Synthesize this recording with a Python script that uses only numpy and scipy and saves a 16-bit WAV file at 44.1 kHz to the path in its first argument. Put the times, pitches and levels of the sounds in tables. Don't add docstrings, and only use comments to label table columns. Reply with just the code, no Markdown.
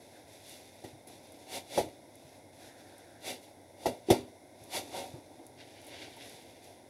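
import sys
import numpy as np
from scipy import signal
from scipy.fft import rfft, irfft
from scipy.io import wavfile

SR = 44100
rng = np.random.default_rng(int(sys.argv[2]) if len(sys.argv) > 2 else 0)


def unload_wav(signal):
    wavfile.write(
        sys.argv[1],
        SR,
        np.round(np.clip(np.atleast_2d(signal).T, -1, 1) * 32767).astype(np.int16),
    )


N = 303849
TIME = np.arange(N) / SR
CLUMPS_PER_S = 28

# peak time, rise and fall in seconds, then levels in dB of hiss,
# gurgle and hollow ring, and the treble in dB relative to the hiss.
SQUEEZES = [(.52, 0.061, 0.062, -56, -87, -78, 6), (1.56, 0.042, 0.029, -41.5, -43.5, -38, 2),
            (1.778, 0.05, 0.044, -41.5, -41.5, -55, 1), (3.285, 0.032, 0.045, -40.5, -42.5, -42.5, 1.5),
            (3.435, .016, 0.031, -66.5, -65, -75, 9.5), (3.85, 0.044, 0.088, -54.5, -49, -49, 2.5),
            (4.112, 0.023, 0.066, -43.5, -50, -62, -6), (4.762, 0.028, 0.031, -36.5, -39.5, -29, 2.5),
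            (4.976, 0.04, 0.049, -44.5, -43, -31.5, 0.5)]
# start, attack and length in seconds,
# crackle level in dB, lapping level in dB.
STROKES = [(0, .01, 0.2, -63.5, -76), (0.267, .01, 0.64, -62, -94), (1.067, .006, 0.084, -59.5, -60),
           (1.207, 0.096, .23, -64.5, -62), (2.11, 0.12, .23, -62.5, -68), (2.517, 0.039, 0.16, -60, -62.5),
           (2.759, 0.016, 0.35, -66.5, -68), (4.54, 0.081, 0.59, -62, -57),
           (5.243, 0.057, .22, -74.5, -59.5), (5.55, 0.34, 0.95, -60, -61),
           (6.188, 0.042, 0.08, -56, -58.5), (6.615, 0.017, 0.086, -63.5, -63)]
# peak time and half width in seconds, suck and lapping in dB.
GULPS = [(5.608, 0.021, -57, -65), (5.915, 0.05, -62, -54.5), (6.025, 0.044, -51.5, -54.5),
         (6.24, 0.091, -62.5, -80)]
# frequency in Hz, relative level in dB.
GURGLE_SPECTRUM = [(35, -56), (90, -5.5), (165, -10.5), (240, -4), (360, 0), (430, -3.5), (550, 1),
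                   (630, -1.5), (740, -8), (890, -7.5), (1020, -21.5), (1200, -28), (2500, -40),
                   (8000, -88)]
LAPPING_SPECTRUM = [(40, -23), (110, -1.5), (175, -18), (300, 4), (430, -4.5), (600, -8), (900, -12),
                    (1200, -23.5), (3000, -51)]


def squeezes():
    # frequency in Hz, relative level in dB.
    hiss_spectrum = [(700, -15.5), (1200, -17), (1750, -8), (2150, 0.5), (2550, -8), (3130, -14),
                     (3500, -2), (4000, -2.5), (5200, -6), (7700, -9), (10400, -7.5), (12800, -13),
                     (15800, -28)]
    fine, coarse, air, treble = np.zeros((4, N))
    gurgle_lag_s = 0.0036
    for s, rise, fall, hiss_db, gurgle_db, hollow_db, treble_db in SQUEEZES:
        pressure = swell(s, rise, fall)
        fine += from_db(hiss_db) * pressure
        treble += from_db(hiss_db + treble_db) * pressure
        air += from_db(hollow_db) * pressure
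        coarse += from_db(gurgle_db) * np.interp(TIME - gurgle_lag_s, TIME, pressure)
    pores = bursts(per_s=14000, spread_db=2.0)
    dull = signal.sosfilt(signal.butter(1, 6000, fs=SR, output="sos"), pores)
    hiss = coloured(fine * dull + treble * (pores - dull), hiss_spectrum)
    gurgle = coloured(coarse * bursts(per_s=1600, spread_db=0.5), GURGLE_SPECTRUM)
    return hiss + gurgle + hollows(air * rng.standard_normal(N))


def hollows(air):
    # pitch in Hz, bandwidth in Hz, gain in dB.
    resonances = [(557, 21, 10), (768, 25, 14), (908, 21, 8.5)]
    return sum(from_db(db) * resonate(air, hz, width) for hz, width, db in resonances)


def plops():
    # start in seconds, pitch in Hz, t60 in seconds,
    # then levels in dB of pop, basin ring, gurgle and spray.
    pockets = [(.8385, 346, 0.062, -41, -45.5, -47, -48.5), (1.7765, 620, 0.01, -12, -28, -25, -33),
               (1.795, 470, 0.026, -20, -48, -49, -73), (1.882, 550, 0.026, -36, -59.5, -63, -58.5),
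               (3.857, 748, 0.035, -14.5, -29.5, -23.5, -33), (4.086, 360, 0.044, -17.5, -45, -49, -67),
               (4.101, 351, 0.093, -9.5, -22.5, -20, -24.5), (4.279, 600, 0.033, -48, -65, -71, -77),
               (5.394, 334, 0.11, -40.5, -55, -62, -76), (6.169, 905, 0.052, -41.5, -73, -66, -71)]
    # pitch in Hz, relative level in dB, t60 in seconds.
    basin_modes = [(97, -2, 0.22), (201.3, -12, 0.33), (250.4, -3, 0.36), (313.7, -3.5, 0.28),
                   (374.8, 1, 0.15), (392, -13, 0.49), (470.6, -3, 0.21), (531, 0, 0.07), (570, -2, 0.09),
                   (654, -22, 0.29), (695, -6, 0.25), (735, 7.5, 0.082), (832.6, 5.5, 0.094),
                   (968, -3.5, 0.068), (950, -25, 0.44)]
    # frequency in Hz, relative level in dB.
    spray_spectrum = [(700, -35), (1200, -8), (1700, -11), (1930, 2), (2500, -7), (3150, -17.5), (3400, -5),
                      (4000, -4), (5600, -7), (7800, -10.5), (10400, -7.5), (12800, -10.5), (15800, -26)]
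    ring, churn, spray = np.zeros((3, N))
    reach_octaves = 1.1
    for s, hz, pocket_t60, pop_db, ring_db, gurgle_db, spray_db in pockets:
        add(ring, s, from_db(pop_db) * ping(hz, rise_s=0.035 * pocket_t60, t60=pocket_t60))
        for k, (mode_hz, mode_db, t60) in enumerate(basin_modes):
            nearness = 1 / (1 + (np.log2(mode_hz / hz) / reach_octaves) ** 2)
            gain = (-1) ** k * nearness * from_db(ring_db + mode_db)
            add(ring, s, gain * ping(mode_hz, rise_s=0.00053, t60=t60))
        add(churn, s, from_db(gurgle_db) * dying(rise_s=0.002, t60=0.19))
        add(spray, s, from_db(spray_db) * dying(rise_s=0.0028, t60=0.15))
    gurgle = coloured(churn * bursts(per_s=2500, spread_db=3.0), GURGLE_SPECTRUM)
    flecks = coloured(spray * bursts(per_s=14000, spread_db=1.0), spray_spectrum)
    return ring, gurgle + flecks


def knocks():
    # start in seconds, level in dB, pitch in Hz.
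    contacts = [(0.843, -40, 111), (0.93, -44.5, 129), (1.073, -66, 170), (1.8, -31, 96), (1.862, -41, 129),
                (2.247, -48, 132), (3.862, -29.5, 103), (4.108, -16.5, 107), (4.194, -39, 118),
                (4.233, -45, 111), (4.613, -46, 114), (5.137, -36, 128), (5.159, -44, 333),
                (6.336, -52, 138)]
    thumps, jolts = np.zeros((2, N))
    for s, db, hz in contacts:
        add(thumps, s, from_db(db) * ping(hz, rise_s=0.0016, t60=0.079))
        add(jolts, s, from_db(db - 13.0) * dying(rise_s=0.0031, t60=0.25))
    return thumps + coloured(jolts * rng.standard_normal(N), LAPPING_SPECTRUM)


def foam():
    # start in seconds, snap level in dB, trailing fizz in dB.
    large_cells = [(.494, -43, -67), (1.073, -49, -55), (1.321, -49, -65), (2.154, -47.5, -70),
                   (2.981, -48, -69), (4.638, -46.5, -61), (5.466, -44.5, -65), (5.816, -51, -70),
                   (5.845, -55, -63), (5.866, -50, -56), (6.165, -50, -63), (6.2955, -47.5, -71),
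                   (6.64, -61, -63)]
    # frequency in Hz, relative level in dB.
    crackle_spectrum = [(700, -0.5), (1250, -13), (1750, -2.5), (2150, 1.5), (2600, 1), (3080, -6.5),
                        (3550, 5.5), (4300, -1), (5600, -0.5), (7500, -6), (9000, -7.5), (10400, -1),
                        (12800, -10.5), (15800, -32)]
    snap_spectrum = [(2000, -33), (5500, -17), (8000, -15), (10100, -2.5), (12000, -12), (16000, -24)]
    stir = foam_stir()
    cells = sink_echoes(stir * bursts(per_s=6200, spread_db=2.0), wet_db=-12.5, t60=0.073)
    finest = signal.sosfilt(signal.butter(1, 9000, "high", fs=SR, output="sos"), cells)
    crackle = cells + 0.27 * (stir / stir.max() - 0.3) * finest
    snaps = np.zeros(N)
    for s, snap_db, fizz_db in large_cells:
        add(snaps, s, from_db(snap_db) * dying(rise_s=0.0002, t60=0.013))
        add(snaps, s, from_db(fizz_db) * dying(rise_s=0.002, t60=0.19))
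    return coloured(crackle, crackle_spectrum) + coloured(snaps * rng.standard_normal(N), snap_spectrum)


def foam_stir():
    rest_db, wake_db = -74.5, -19.5
    strokes = sum(from_db(db) * held(s, attack, length) for s, attack, length, db, _ in STROKES)
    return (from_db(rest_db) + strokes + from_db(wake_db) * wake()) * wander(CLUMPS_PER_S, depth_db=1.44)


def wake():
    rise_s, t60 = 0.057, 0.9
    unrest = np.zeros(N)
    for s, _, _, hiss_db, *_ in SQUEEZES:
        age = np.maximum(TIME - s, 0)
        unrest += from_db(hiss_db) * (1 - np.exp(-age / rise_s)) * np.exp(-np.log(1000) * age / t60)
    return unrest


def lapping():
    rest_db, wake_db = -65, -16
    strokes = sum(from_db(db) * held(s, attack, length) for s, attack, length, _, db in STROKES)
    shed = sum(from_db(db) * swell(s, width, width) for s, width, _, db in GULPS)
    stir = from_db(rest_db) + strokes + shed + from_db(wake_db) * wake()
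    return coloured(stir * bursts(per_s=900, spread_db=0.5), LAPPING_SPECTRUM)


def draining():
    # frequency in Hz, relative level in dB.
    drain_spectrum = [(700, -32), (1250, -13), (1550, -0.5), (2200, 8), (2900, -5.5), (3700, 4), (5000, -1),
                      (7500, -9.5), (11000, -13), (15800, -32)]
    trickle = from_db(-63.5) * held(5.56, attack_s=0.04, length_s=1.17)
    gulps = sum(from_db(db) * swell(s, width, width) for s, width, db, _ in GULPS)
    flow = (trickle + gulps) * wander(CLUMPS_PER_S, depth_db=2.6)
    return coloured(flow * bursts(per_s=5000, spread_db=3.5), drain_spectrum)


def rubbing():
    # start in seconds, length in seconds, level in dB.
    rubs = [(0.115, 0.056, -66), (2.593, 0.6, -66)]
    band_hz, attack_s = [1435, 1865], 0.017
    drag = sum(from_db(db) * held(s, attack_s, length) for s, length, db in rubs)
    band = signal.butter(2, band_hz, "band", fs=SR, output="sos")
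    return drag * rms_one(signal.sosfilt(band, bursts(per_s=1500, spread_db=0.0)))


def sink_cavity(x):
    # frequency in Hz, bandwidth in Hz, relative lift in dB.
    standing_waves = [(250.3, 16, 6), (334, 28, -4), (572.5, 35, 3), (714, 66, 2.5), (732, 107, 7),
                      (935, 43, 5.5), (1400, 20, 11), (1540, 94, 4.5), (1980, 43, 4), (2160, 35, 4.5),
                      (2350, 21, 8.5), (2790, 124, 13), (3024, 36, 14.5), (3254, 25, 10), (3340, 61, 9.5),
                      (3515, 180, 5.5), (4645, 110, 6.5), (4820, 67, 0.5), (5440, 110, 3.5),
                      (5970, 130, 5.5), (9980, 300, 5.5)]
    shaped = x.copy()
    for hz, width, lift_db in standing_waves:
        shaped += (from_db(lift_db) - 1) * resonate(x, hz, width)
    return from_db(-2.5) * shaped


def sink_echoes(x, wet_db, t60):
    tail = rng.standard_normal(SR // 2) * dying(rise_s=0.0036, t60=t60)
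    echoes = signal.oaconvolve(x, tail / np.linalg.norm(tail))[:N]
    wet = from_db(wet_db)
    return (x + wet * echoes) / np.sqrt(1 + wet ** 2)


def room():
    # frequency in Hz, relative level in dB.
    low_spectrum = [(20, -26), (40, -14), (62, -10.5), (97, 1), (160, -5), (205, -6), (260, 1.5),
                    (330, 2.5), (420, -3), (590, 3.5), (770, -0.5), (1000, -9.5), (1200, -33.5),
                    (2500, -33.5)]
    high_spectrum = [(900, -14.5), (1250, -7), (1550, 5), (1750, -1), (2120, 11.5), (2500, -8), (3080, -13),
                     (3520, 5), (4300, -5.5), (5600, 1), (7300, -9), (10400, 3), (12800, -14), (15800, -37)]
    hum_hz, hum_db, low_db, high_db = 96, -68.5, -57.5, -66.5
    phase_drift = signal.resample(rng.standard_normal(size=40), N)
    hum = from_db(hum_db) * wander(per_s=7, depth_db=1.5) * np.sin(2 * np.pi * hum_hz * TIME + phase_drift)
    low = from_db(low_db) * coloured(rng.standard_normal(N), low_spectrum)
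    high = from_db(high_db) * coloured(rng.standard_normal(N), high_spectrum)
    return hum + low + high


def bursts(per_s, spread_db):
    sizes = from_db(spread_db * np.minimum(rng.exponential(1, N), 4))
    return rms_one(sizes * rng.choice([-1, 1], N) * (rng.random(N) < per_s / SR))


def swell(s, rise, fall):
    steepness = 1.765
    away = np.where(TIME < s, (s - TIME) / rise, (TIME - s) / fall)
    return np.exp(steepness * (1 - np.sqrt(1 + away ** 2)))


def held(s, attack_s, length_s):
    sag_db_per_s, release_s = 4, 0.075
    age = np.maximum(TIME - s, 0)
    release = np.exp(-np.maximum(age - length_s, 0) / release_s)
    return (1 - np.exp(-age / attack_s)) * from_db(-sag_db_per_s * age) * release


def dying(rise_s, t60):
    age = np.arange(SR // 2) / SR
    return (1 - np.exp(-age / rise_s)) * np.exp(-np.log(1000) * age / t60)


def ping(hz, rise_s, t60):
    age = np.arange(SR // 2) / SR
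    return np.sin(2 * np.pi * hz * age) * dying(rise_s, t60)


def wander(per_s, depth_db):
    knots = np.arange(0, N / SR + 1, 1 / per_s)
    drift = rng.standard_normal(4096)[:len(knots)]
    return from_db(depth_db * np.interp(TIME, knots, drift))


def resonate(x, hz, width_hz):
    return signal.lfilter(*signal.iirpeak(hz, hz / width_hz, fs=SR), x)


def coloured(x, spectrum):
    size = 2 ** 13
    hz, db = np.transpose(spectrum)
    grid_hz = np.maximum(np.arange(size // 2 + 1) * SR / size, 1)
    gains = rms_one(from_db(np.interp(np.log(grid_hz), np.log(hz), db)))
    cepstrum = irfft(np.log(gains))
    cepstrum[1:size // 2] *= 2
    cepstrum[size // 2 + 1:] = 0
    impulse = irfft(np.exp(rfft(cepstrum)))
    return signal.oaconvolve(x, impulse)[:N]


def add(track, s, sound):
    start = max(round(s * SR), 0)
    track[start:start + len(sound)] += sound[:max(N - start, 0)]


def from_db(db):
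    return 10 ** (np.asarray(db) / 20)


def rms_one(x):
    return x / np.sqrt(np.mean(x ** 2) + 1e-20)


def scene():
    ring, plop_bubbles = plops()
    bubbles = sink_cavity(squeezes() + plop_bubbles + lapping() + draining())
    return (bubbles + ring + knocks() + foam() + rubbing() + room())[None]


def record(dry):
    low_cut_hz, high_cut_hz = 48, 15780
    thin = signal.sosfilt(signal.butter(3, low_cut_hz, "high", fs=SR, output="sos"), dry)
    return signal.sosfilt(signal.ellip(12, 0.1, 80, high_cut_hz, fs=SR, output="sos"), thin)


dry = scene()
out = record(dry)
unload_wav(out)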